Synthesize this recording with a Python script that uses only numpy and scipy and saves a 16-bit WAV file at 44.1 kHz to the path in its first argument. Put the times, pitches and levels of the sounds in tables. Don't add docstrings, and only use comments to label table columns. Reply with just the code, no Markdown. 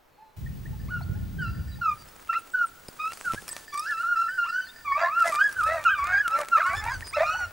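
import sys
import numpy as np
from scipy import signal
from scipy.fft import rfft, irfft, next_fast_len
from scipy.io import wavfile
from scipy.ndimage import map_coordinates

SR = 44100
rng = np.random.default_rng(int(sys.argv[2]) if len(sys.argv) > 2 else 0)


def file_out(sig):
    cols = np.atleast_2d(sig).T
    lim = np.clip(cols, -1, 1)
    pcm = np.round(lim * 32767).astype(np.int16)
    wavfile.write(sys.argv[1], SR, pcm)


N = 331632
TIME = np.arange(N) / SR
STEP_S = 0.365

# frequency in Hz, gain in dB.
SNAP_SPECTRUM = [(200, -1.5), (1000, 8.5), (2500, 5.5), (5000, -2.5), (8500, 0), (12000, -5), (17000, -38)]


def amp(db):
    return 10 ** (np.asarray(db) / 20)


def unit(x):
    return x / np.sqrt(np.mean(x ** 2) + 1e-20)


def read(points, hz):
    f, value = np.transpose(points)
    return np.interp(np.log(hz + 1), np.log(f + 1), value)


def add(mix, start_s, sound):
    part = mix[max(round(start_s * SR), 0):][:len(sound)]
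    part += sound[:len(part)]


def colour(x, points):
    length = x.shape[-1]
    n = next_fast_len(length)
    gain = amp(read(points, np.fft.rfftfreq(n, 1 / SR)))
    return irfft(rfft(x, n) * gain, n)[..., :length]


def wander(n, rate_hz):
    knots = rng.standard_normal(4096)
    return map_coordinates(knots, [np.arange(n) * rate_hz / SR], order=3, mode="wrap")


def drift(n, rate_hz):
    return (wander(n, rate_hz) + 1j * wander(n, rate_hz)) / np.sqrt(2)


def ring(modes, t, uneven_db=3):
    out = 0
    for hz, db, t60_s in modes:
        level_chance, pitch_chance = rng.standard_normal(2)
        decay = amp(db + uneven_db * level_chance - 60 * t / t60_s)
        out = out + decay * np.sin(2 * np.pi * hz * (1 + 0.0043 * pitch_chance) * t)
    return out


def noise_pair(points):
    # frequency in Hz, left-right correlation 0-1.
    port_likeness = [(30, 0.98), (120, 0.48), (280, 0.06), (700, 0.09), (2000, 0.49), (8000, 0.84),
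                     (12000, 0.99)]
    mid, side = rng.standard_normal((2, N))
    side_db = [(hz, 10 * np.log10((1.0001 - min(c, 1)) / (1 + c))) for hz, c in port_likeness]
    side = colour(side, side_db)
    return unit(colour(np.array([mid + side, mid - side]), points))


def air():
    # frequency in Hz, gain in dB.
    air_spectrum = [(20, 14), (100, 2.5), (300, 2.5), (700, 1.5), (1400, -1), (2500, -3.5), (5000, -6),
                    (9000, -10), (14000, -9.5), (18000, -13)]
    # frequency in Hz, gain in dB.
    early_tilt = [(100, 0), (1000, 4), (3000, -3.5), (9000, -8.5), (15000, -5)]
    air_db, early_db = -55, -61
    hiss = noise_pair(air_spectrum)
    early = amp(early_db) * colour(hiss, early_tilt)
    return np.where(TIME > STEP_S, amp(air_db) * hiss, early)


def wind_and_handling(lump_db=2.0):
    # frequency in Hz, gain in dB.
    rumble_spectrum = [(15, -35), (25, -41), (40, 3), (66, 8), (107, 8), (163, 1.5), (250, -12.5),
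                       (400, -23.5), (700, -34.5), (1500, -60)]
    # start in seconds,
    # time from start to decay in seconds, level in dB, rumble centre in Hz.
    swell_rows = [(0.363, 1.26, -34.5, 106.5), (1.08, 0.023, -30, 105), (1.245, 0.3, -41, 140),
                  (1.645, 0.14, -40, 101), (3.256, 0.076, -48, 119), (4.83, 0.088, -57, 70),
                  (5.552, .55, -49.5, 79.4), (6.685, 0.27, -41.5, 81), (6.9, 0.57, -49.5, 75.6)]
    rise_s, fall_s, calm_db, reference_hz = 0.018, 0.11, -69.5, 100
    calm_gain = amp(calm_db) * np.where(TIME > STEP_S, 1, 0.4)
    out = calm_gain * noise_pair(rumble_spectrum)
    for start_s, hold_s, db, centre_hz in swell_rows:
        rise = np.clip((TIME - start_s) / rise_s, 0, 1)
        fall = np.exp(-np.maximum(TIME - start_s - hold_s, 0) / fall_s)
        shifted = [(hz * centre_hz / reference_hz, band_db) for hz, band_db in rumble_spectrum]
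        out += amp(db) * rise * fall * noise_pair(shifted)
    return amp(lump_db * wander(N, 22)) * out


def rustle(clump_db=2):
    # frequency in Hz, gain in dB.
    swish_spectrum = [(60, -22), (250, -14), (700, -17.5), (2000, -2.5), (5000, 9.5), (9000, 11),
                      (12500, 2.5), (17000, -22)]
    # frequency in Hz, gain in dB.
    scrape_spectrum = [(60, -16), (140, -1.5), (300, 4.5), (650, 0), (1500, 2), (4000, -21), (12000, -43)]
    # middle in seconds, half length (to 1/e power) in seconds,
    # leafy swish, dry crackle and dull scrape levels in dB.
    stroke_rows = [(2.253, 0.32, -70, -60.5, -57), (2.91, 0.12, -62, -57.5, -55.5),
                   (3.3, 0.17, -50, -47.5, -54), (3.587, 0.056, -51.5, -48, -58),
                   (3.88, 0.12, -55, -55.5, -82), (4.286, 0.22, -61.5, -64, -79),
                   (5.29, 0.052, -45.5, -43, -65), (5.58, 0.27, -54.5, -54.5, -55.5),
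                   (6.39, 0.027, -52, -47, -46), (6.727, 0.39, -58.5, -53, -53),
                   (7.24, 0.38, -60, -62, -64)]
    leaves_db, leaves_start_s = -65.5, 1.9
    grains_per_s = 500
    grain_gain = amp(6 * np.minimum(rng.exponential(1, N), 3.8))
    grains = (rng.random(N) < grains_per_s / SR) * grain_gain
    burst = signal.oaconvolve(grains, np.hanning(48), "same")
    crackle = unit(colour(burst * rng.standard_normal(N), SNAP_SPECTRUM))
    power = amp(leaves_db) ** 2 * (TIME > leaves_start_s)
    for middle_s, half_s, *levels_db in stroke_rows:
        swell = np.exp(-((TIME - middle_s) / half_s) ** 2)
        power = power + amp(levels_db)[:, None] ** 2 * swell
    leafy, dry_stems, dull = np.sqrt(power) * amp(clump_db * wander(N, 45))
    swish = leafy * noise_pair(swish_spectrum)
    scrape = dull * noise_pair(scrape_spectrum)
    return swish + dry_stems * crackle + scrape


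def snaps(crack_s=0.0025, rise_s=0.00023):
    # start in seconds, crack peak in dB before stereo gain, ring amount 0-1.
    snap_rows = [(2.087, -53, 0.2), (2.884, -43, 0.22), (3.133, -33.5, 0.07), (3.173, -38, .1),
                 (3.335, -36.5, 0.1), (3.348, -35, .05), (3.48, -30, 0.13), (3.49, -35, 0.23),
                 (3.565, -29.5, 0.01), (3.742, -35.5, .05), (3.776, -46, 0.64), (3.795, -46.5, 0.67),
                 (5.203, -37, 0.07), (5.223, -34, 0.07), (5.259, -36, 0.06), (5.275, -40, 0.2),
                 (5.355, -41, 0.23), (5.526, -39, 0.12), (5.637, -33, 0.06), (5.694, -39, 0.05),
                 (5.84, -29, 0), (6.042, -33, 0.01), (6.07, -32.5, 0.01), (6.279, -25.5, 0),
                 (6.389, -28, 0.01), (6.413, -27.5, 0), (6.485, -29.5, 0), (6.665, -33, 0.04),
                 (6.84, -30.5, 0.02)]
    # frequency in Hz, level in dB, t60 in seconds.
    twig_modes = [(4900, 2, 0.12), (5260, 19.5, 0.023), (7460, 5, 0.07), (9050, 17.5, 0.036),
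                  (11200, -15, 0.056), (12300, 7, 0.045)]
    out, t = np.zeros(N), np.arange(4096) / SR
    envelope = np.exp(-t / crack_s) * (1 - np.exp(-t / rise_s))
    for start_s, db, ring_amount in snap_rows:
        crack = colour(rng.standard_normal(len(t)) * envelope, SNAP_SPECTRUM)
        crack = crack / abs(crack).max()
        size = rng.uniform(0.9, 1.1)
        ringing = 0.57 * ring_amount * ring(twig_modes, t / size)
        add(out, start_s, amp(db) * (crack + ringing))
    return out


def knocks(decay_s=0.00034, thud_hz=230):
    # start in seconds, drive in dB before damping.
    knock_rows = [(2.888, -16.5), (3.337, -11.5), (3.346, -11), (3.425, -25)]
    out, t = np.zeros(N), np.arange(4096) / SR
    thud = np.sin(2 * np.pi * thud_hz * t) * np.exp(-t / decay_s)
    for start_s, db in knock_rows:
        add(out, start_s, amp(db) * thud)
    return out


def whistles():
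    # start in seconds, length in seconds, start and end pitch in Hz,
    # peak in dB before stereo gain.
    note_rows = [(.07, 0.3, 4450, 3950, -79), (.459, .019, 1810, 1840, -47), (.654, .017, 1760, 1870, -47),
                 (1.019, 0.023, 4100, 4600, -54), (1.712, 0.046, 4040, 3830, -56),
                 (1.92, 0.097, 9700, 9600, -68), (1.97, .077, 4730, 4690, -58.5),
                 (2.385, .027, 10500, 8200, -55.5), (2.514, 0.023, 7500, 8600, -55.5),
                 (2.655, 0.035, 9230, 8000, -51.5), (3.125, .03, 9700, 9600, -58),
                 (3.202, .022, 7400, 8400, -51), (3.509, 0.026, 7900, 8100, -36),
                 (4.277, 0.028, 1790, 1740, -37), (4.643, 0.044, 4680, 4100, -53),
                 (4.683, 0.031, 3530, 3770, -49.5), (7.022, 0.012, 1710, 1880, -36.5),
                 (7.03, 0.093, 5010, 4900, -46), (7.069, 0.044, 8950, 8940, -47)]
    out = np.zeros(N)
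    for start_s, length_s, start_hz, end_hz, db in note_rows:
        n = int(length_s * SR)
        waver = 0.0004 / length_s
        hz = np.linspace(start_hz, end_hz, n) * (1 + waver * wander(n, 346))
        tone = np.sin(2 * np.pi * np.cumsum(hz) / SR)
        add(out, start_s, amp(db) * signal.windows.tukey(n, 0.5) * tone)
    return out


def bells(rebound_db=-7, gap_s=0.068):
    # frequency in Hz, level in dB, t60 in seconds.
    bell_modes = [(1760, -3, 0.87), (1800, 10, 0.14), (3740, -31, 0.17), (4720, -9.5, 1), (4905, 1.5, 0.18),
                  (7700, -7, 0.15), (8830, -33, 0.11)]
    # start in seconds, strike drive in dB before the mode levels.
    shake_rows = [(.8, -67.5), (1.171, -69.5), (1.419, -58), (1.681, -58.5), (1.972, -75.5), (3.498, -54),
                  (3.68, -54), (3.972, -56.5), (4.16, -55), (4.29, -53.5), (4.489, -52), (4.669, -62.5),
                  (4.761, -57.5), (4.921, -53), (5.19, -52.5), (5.362, -53), (5.982, -55.5), (6.663, -50),
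                  (7.48, -64.5)]
    out, t = np.zeros(N), np.arange(SR // 2) / SR
    for start_s, db in shake_rows:
        delays_s = np.cumsum(gap_s * rng.uniform(0.37, 1.1, size=2))
        add(out, start_s, amp(db) * ring(bell_modes, t))
        for delay_s in delays_s:
            add(out, start_s + delay_s, amp(db + rebound_db) * ring(bell_modes, t))
    return out


def hillside(x, build_s=0.0022):
    # frequency in Hz, t60 in seconds.
    slope_decay = [(300, 0.96), (1400, 0.95), (3000, 1), (9000, 0.13)]
    taps_per_s = 1500
    taps = rng.standard_normal((3, SR)) * (rng.random((3, SR)) < taps_per_s / SR)
    stereo_taps = taps[0] + 0.53 * taps[1:]
    hz, t, bands = signal.stft(stereo_taps, SR, nperseg=256)
    decay = amp(-60 * t / read(slope_decay, hz)[:, None]) * (1 - np.exp(-t / build_s))
    tail = signal.istft(bands * decay, SR, nperseg=256)[1]
    tail = tail / np.linalg.norm(tail[0])
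    return signal.fftconvolve(x[None], tail, axes=1)[:, :N]


def call(length_s, pitches_hz, crest, droop_db):
    attack_s, release_s = 0.012, 0.0097
    t = np.arange(0, length_s, 1 / SR)
    u = t / length_s
    hz = np.polyval(np.polyfit([0, 0.5, 1], pitches_hz, 2), u)
    gate = np.clip(np.minimum(t / attack_s, (length_s - t) / release_s), 0, 1)
    return hz, gate, amp(-droop_db * (u - crest) ** 2)


def two_paths(sound, share=0.25, delay_s=0.014):
    lag = np.zeros(int(delay_s * rng.uniform(0.6, 1.4) * SR))
    return np.r_[sound, lag] + share * np.r_[lag, sound]


def bay(start_s, length_s, first_hz, middle_hz, last_hz, db, crest, droop_db, over_db, noise_db,
        jitter=0.016, quaver=0.01046, shimmer=0.44, tone_trim_db=-1, overtone_trim_db=-3,
        rasp_trim_db=-1.0, half_db=-4, breath_db=-12, patchy_db=5.0):
    # frequency in Hz, gain in dB.
    bay_throat = [(300, -33), (560, -4), (850, 1), (1150, -1.5), (1750, 1), (2550, -11), (3050, -27),
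                  (3800, -20.5), (5000, -28), (8000, -35), (13000, -65)]
    hz, gate, swell = call(length_s, (first_hz, middle_hz, last_hz), crest, droop_db)
    n = len(hz)
    unsteady = 1 + jitter * wander(n, 374) + quaver * wander(n, 49)
    phase = 2 * np.pi * np.cumsum(hz * unsteady) / SR
    flap_hz = 82 * (1 + 0.13 * wander(n, 70))
    flap = np.sin(2 * np.pi * np.cumsum(flap_hz) / SR)

    tone = amp(db + tone_trim_db) * gate * swell ** 1.07
    tone = tone * (1 + shimmer * wander(n, 142.5)) * np.sin(phase)
    overtones = 0
    for k in range(2, 13):
        strength = amp(read(bay_throat, k * hz)) * (1 + 0.23 * wander(n, 129))
        overtones += strength * np.sin(k * phase)
    voiced = tone + amp(over_db + overtone_trim_db) * overtones
    voiced = np.sqrt(2) * (1 + 0.35 * flap) * voiced

    chaos = 0
    for k in range(3, 26):
        slip = wander(n, 60 + 8 * k)
        line_db = read(bay_throat, k * hz / 2) + half_db * (k % 2) + patchy_db * wander(n, 47)
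        chaos += amp(line_db) * np.sin(k * phase / 2 + slip + rng.uniform(0, 2 * np.pi))
    breath = unit(colour((1 + np.cos(phase)) * rng.standard_normal(n), bay_throat))
    rasp = unit((1 + 0.45 * flap) * (unit(chaos) + amp(breath_db) * breath))
    return start_s, gate * swell * (voiced + amp(noise_db + rasp_trim_db) * rasp)


def yelp(start_s, length_s, first_hz, middle_hz, last_hz, db, crest, droop_db, octave_db, high_db,
         jitter=0.01, quaver=0.0046, shimmer_db=2.2, flutter_db=1.4, flicker_db=3,
         tone_trim_db=-3.5, overtone_trim_db=-4.0):
    # frequency in Hz, gain in dB.
    yelp_throat = [(1500, 23), (2800, -1.5), (3400, -8), (4300, -9.5), (5500, -11.5), (7500, -21.5),
                   (9300, -36), (10500, -43), (13000, -54)]
    fray_calm_db, fray_excited_db, full_cry_s = -33, -20.5, 5.5
    hz, gate, swell = call(length_s, (first_hz, middle_hz, last_hz), crest, droop_db)
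    n = len(hz)
    unsteady = 1 + jitter * wander(n, 338.0) + quaver * wander(n, 65.7)
    turn = np.exp(2j * np.pi * np.cumsum(hz * unsteady) / SR)
    fray = amp(fray_excited_db if start_s > full_cry_s else fray_calm_db)
    tone_db = db + tone_trim_db + shimmer_db * wander(n, 123.7) + flutter_db * wander(n, 59.5)
    tone = amp(tone_db) * turn * (1 + fray * drift(n, 592))
    overtones = 0
    for k in range(2, 9):
        ragged = min(0.19 * k + 2 * fray, 0.9)
        smear = np.sqrt(1 - ragged ** 2) + ragged * drift(n, 60 * k)
        strength_db = octave_db if k == 2 else high_db
        line_db = strength_db + read(yelp_throat, k * hz) + flicker_db * wander(n, 45.2)
        overtones += amp(line_db) * smear * turn ** k
    voice = swell * tone + np.sqrt(swell) * amp(overtone_trim_db) * overtones
    return start_s, two_paths(np.sqrt(2) * gate * voice.imag)


def scene(left_db=3.5, right_db=4.5):
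    # start in seconds, length in seconds, pitch at start, middle and end in Hz,
    # fundamental in dB before trims, crest place 0-1, droop one call length from the crest in dB,
    # octave overtone and higher overtones in dB before trims and throat.
    yelp_rows = [(0.178, 0.13, 824, 880, 835, -53.5, 0.0, 14, -94, -82),
                 (0.724, 0.044, 860, 866, 836, -48, 0.0, 48, -91, -79),
                 (0.881, 0.038, 905, 1323, 1510, -46, 0.87, 2, -65, -67),
                 (0.899, 0.13, 1476, 1418, 1255, -33, 0.37, 96, -58, -57),
                 (1.004, 0.023, 1160, 715, 730, -38, 0.03, 25, -70, -75),
                 (1.145, 0.052, 770, 858, 870, -54, 0.02, 31, -77, -77),
                 (1.382, 0.14, 1626, 1399, 1374, -32.6, 0.42, 38, -46.5, -54),
                 (1.781, 0.019, 788, 834, 810, -48, 1.0, 15, -83, -77),
                 (1.81, 0.13, 1447, 1264, 1206, -22.5, 0.44, 45, -44, -47.5),
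                 (2.289, 0.057, 1330, 1343, 1325, -22.5, 0.0, 14.5, -44, -55),
                 (2.341, 0.056, 1167, 1375, 1220, -23.5, 0.39, 73, -36, -49),
                 (2.534, 0.12, 1532, 1452, 1366, -23.4, 0.95, 3.5, -54.5, -52),
                 (2.988, 0.15, 1214, 1300, 1373, -31, 0.38, 50, -40.5, -46),
                 (3.241, 0.11, 1603, 1353, 1370, -29, 0.37, 47, -58, -53),
                 (3.341, 0.054, 1518, 1576, 1730, -36, 0.97, 28, -60, -64),
                 (3.722, 0.18, 1137, 1234, 1503, -34, 0.13, 13, -51, -43.5),
                 (3.851, 0.093, 1348, 1745, 1520, -30.5, 0.59, 28, -56, -47.5),
                 (3.894, 0.14, 1516, 1320, 1510, -31.5, 0.66, 5, -50.5, -50),
                 (4.024, 0.13, 1282, 1414, 1387, -24, 1.0, 11, -53, -49.5),
                 (4.152, 0.14, 1313, 1358, 1320, -24, 0.18, 17, -47.5, -45.5),
                 (4.259, 0.14, 1265, 1535, 1470, -31.5, 0.04, 14, -57, -65),
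                 (4.378, 0.12, 1444, 1377, 1437, -21, 0.05, 34, -40.5, -47),
                 (4.437, 0.077, 646, 1269, 1337, -29.5, 0.82, 48, -46.5, -47.5),
                 (4.516, 0.15, 1410, 1499, 1513, -27.5, 0.37, 54, -47.5, -44),
                 (4.844, 0.17, 1232, 1114, 1310, -26, 0.52, 50, -43, -51),
                 (5.015, 0.092, 1178, 1037, 1257, -24.5, 0.57, 19, -79, -73),
                 (5.099, 0.15, 1099, 1384, 1272, -19.5, 1, 17, -42.5, -48),
                 (5.315, 0.11, 1172, 1200, 1270, -27, 0.12, 6, -44.5, -49),
                 (5.383, 0.12, 1370, 1664, 1560, -22.5, 0.39, 25, -44, -42),
                 (5.552, 0.076, 1478, 1490, 1146, -26, 0.74, 32, -51, -55),
                 (5.621, 0.17, 1194, 1312, 1157, -23.5, 0.24, 53, -47.5, -48),
                 (5.785, 0.16, 1085, 1232, 1163, -42.5, 0.9, 9, -51, -59),
                 (5.848, 0.07, 1474, 1310, 1254, -18.5, 0.19, 34, -33.5, -41.5),
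                 (5.883, 0.071, 1365, 1617, 1355, -22.5, 0.2, 8, -36.5, -57),
                 (5.939, 0.17, 1280, 1130, 1370, -27.5, 0.46, 66, -45.5, -47.5),
                 (6.121, 0.101, 1625, 1616, 1710, -21.5, 1.0, 2, -47.5, -41),
                 (6.202, 0.096, 1550, 1449, 1250, -26, 0.8, 46, -51, -50),
                 (6.295, 0.088, 1261, 1334, 1396, -23, 0.55, 58, -48, -46),
                 (6.511, 0.082, 1370, 1331, 1084, -16, 0.5, 78, -37, -43.5),
                 (6.597, 0.056, 1831, 1230, 1210, -21.5, 0.17, 55, -49, -49),
                 (6.612, 0.094, 1183, 1397, 1535, -26, 0.0, 2.5, -46, -44.5),
                 (6.646, 0.11, 1075, 1121, 1151, -27, 0.41, 31, -43.5, -56),
                 (6.75, 0.067, 1715, 1763, 1743, -32, 0.51, 84, -34.5, -31),
                 (6.888, 0.085, 1755, 1610, 1460, -34.5, 0.16, 6, -56, -37.5),
                 (7.126, 0.054, 952, 1320, 1203, -34, 1, 8, -34.5, -41),
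                 (7.222, 0.14, 1183, 1254, 1335, -29.5, 0.4, 25, -42.5, -47.5),
                 (7.253, 0.21, 1329, 1473, 1377, -30.8, 0.7, 9, -46, -37.5)]
    # start in seconds, length in seconds, pitch at start, middle and end in Hz,
    # fundamental in dB before trims, crest place 0-1, droop one call length from the crest in dB,
    # overtones in dB before trims and throat, rasp in dB before trims.
    bay_rows = [(2.327, 0.045, 559, 683, 680, -61.0, 0.01, 54, -28, -36.5),
                (4.957, 0.15, 602, 679.4, 675, -29, 0.47, 65, -66, -28.5),
                (5.231, 0.11, 685, 662, 580, -32, 0.38, 49, -40, -32),
                (5.656, 0.18, 551.6, 649, 571, -34, 0.38, 34, -37.5, -38),
                (6.017, 0.19, 665.6, 736, 814, -45, 0.58, 48, -38, -36.5),
                (6.296, 0.15, 507.5, 588, 567, -38.5, 0.74, 28, -62, -37),
                (6.559, 0.083, 484, 659, 738, -39.5, 0.42, 56, -33, -37),
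                (6.641, 0.13, 693, 648, 918, -43.5, 0.78, 31, -39.5, -41),
                (6.786, 0.16, 840, 902, 1120, -35, 0.61, 46, -47, -36),
                (7.157, 0.093, 608, 616, 749, -25.5, 0.49, 21, -63, -32),
                (7.238, 0.14, 697, 605, 1060, -54.5, 0.08, -8, -61, -57),
                (7.378, 0.13, 926, 733, 720, -44, 0, 24, -60, -43.5)]
    # frequency in Hz, gain in dB.
    chest_cut = [(100, -40), (330, -21), (450, -6.5), (540, 0.5), (1000, 0)]
    far_echo_db, near_echo_db, pack_echo_db = -12.5, -26.5, -18.5
    nearer_s, pack_s = 1.7, 4.4
    hounds = np.zeros(N)
    for row in yelp_rows:
        add(hounds, *yelp(*row))
    for row in bay_rows:
        add(hounds, *bay(*row))
    far = colour(hounds, chest_cut) + bells() + whistles()
    direct = (far + snaps() + knocks()) * amp([[left_db], [right_db]])
    echo_db = np.select([TIME < nearer_s, TIME < pack_s], [far_echo_db, near_echo_db], pack_echo_db)
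    return direct + hillside(far * amp(echo_db)) + rustle() + wind_and_handling() + air()


def record(dry, whine_db=-61, buzz=0.61):
    whine_hz, field_hz, edge_hz = 15625, 50, 18300
    field = 2 * np.pi * field_hz * TIME
    pulsing = 1 + buzz * sum(np.cos(k * field + k * k) / k for k in range(1, 4))
    carrier = np.sqrt(2) * amp(whine_db) * np.sin(2 * np.pi * whine_hz * TIME)
    whine = (TIME > STEP_S) * pulsing * carrier
    lowpass = signal.firwin(511, edge_hz, window=("kaiser", 9), fs=SR)
    return signal.oaconvolve(dry + whine, lowpass[None], "same")


dry = scene()
out = record(dry)
file_out(out)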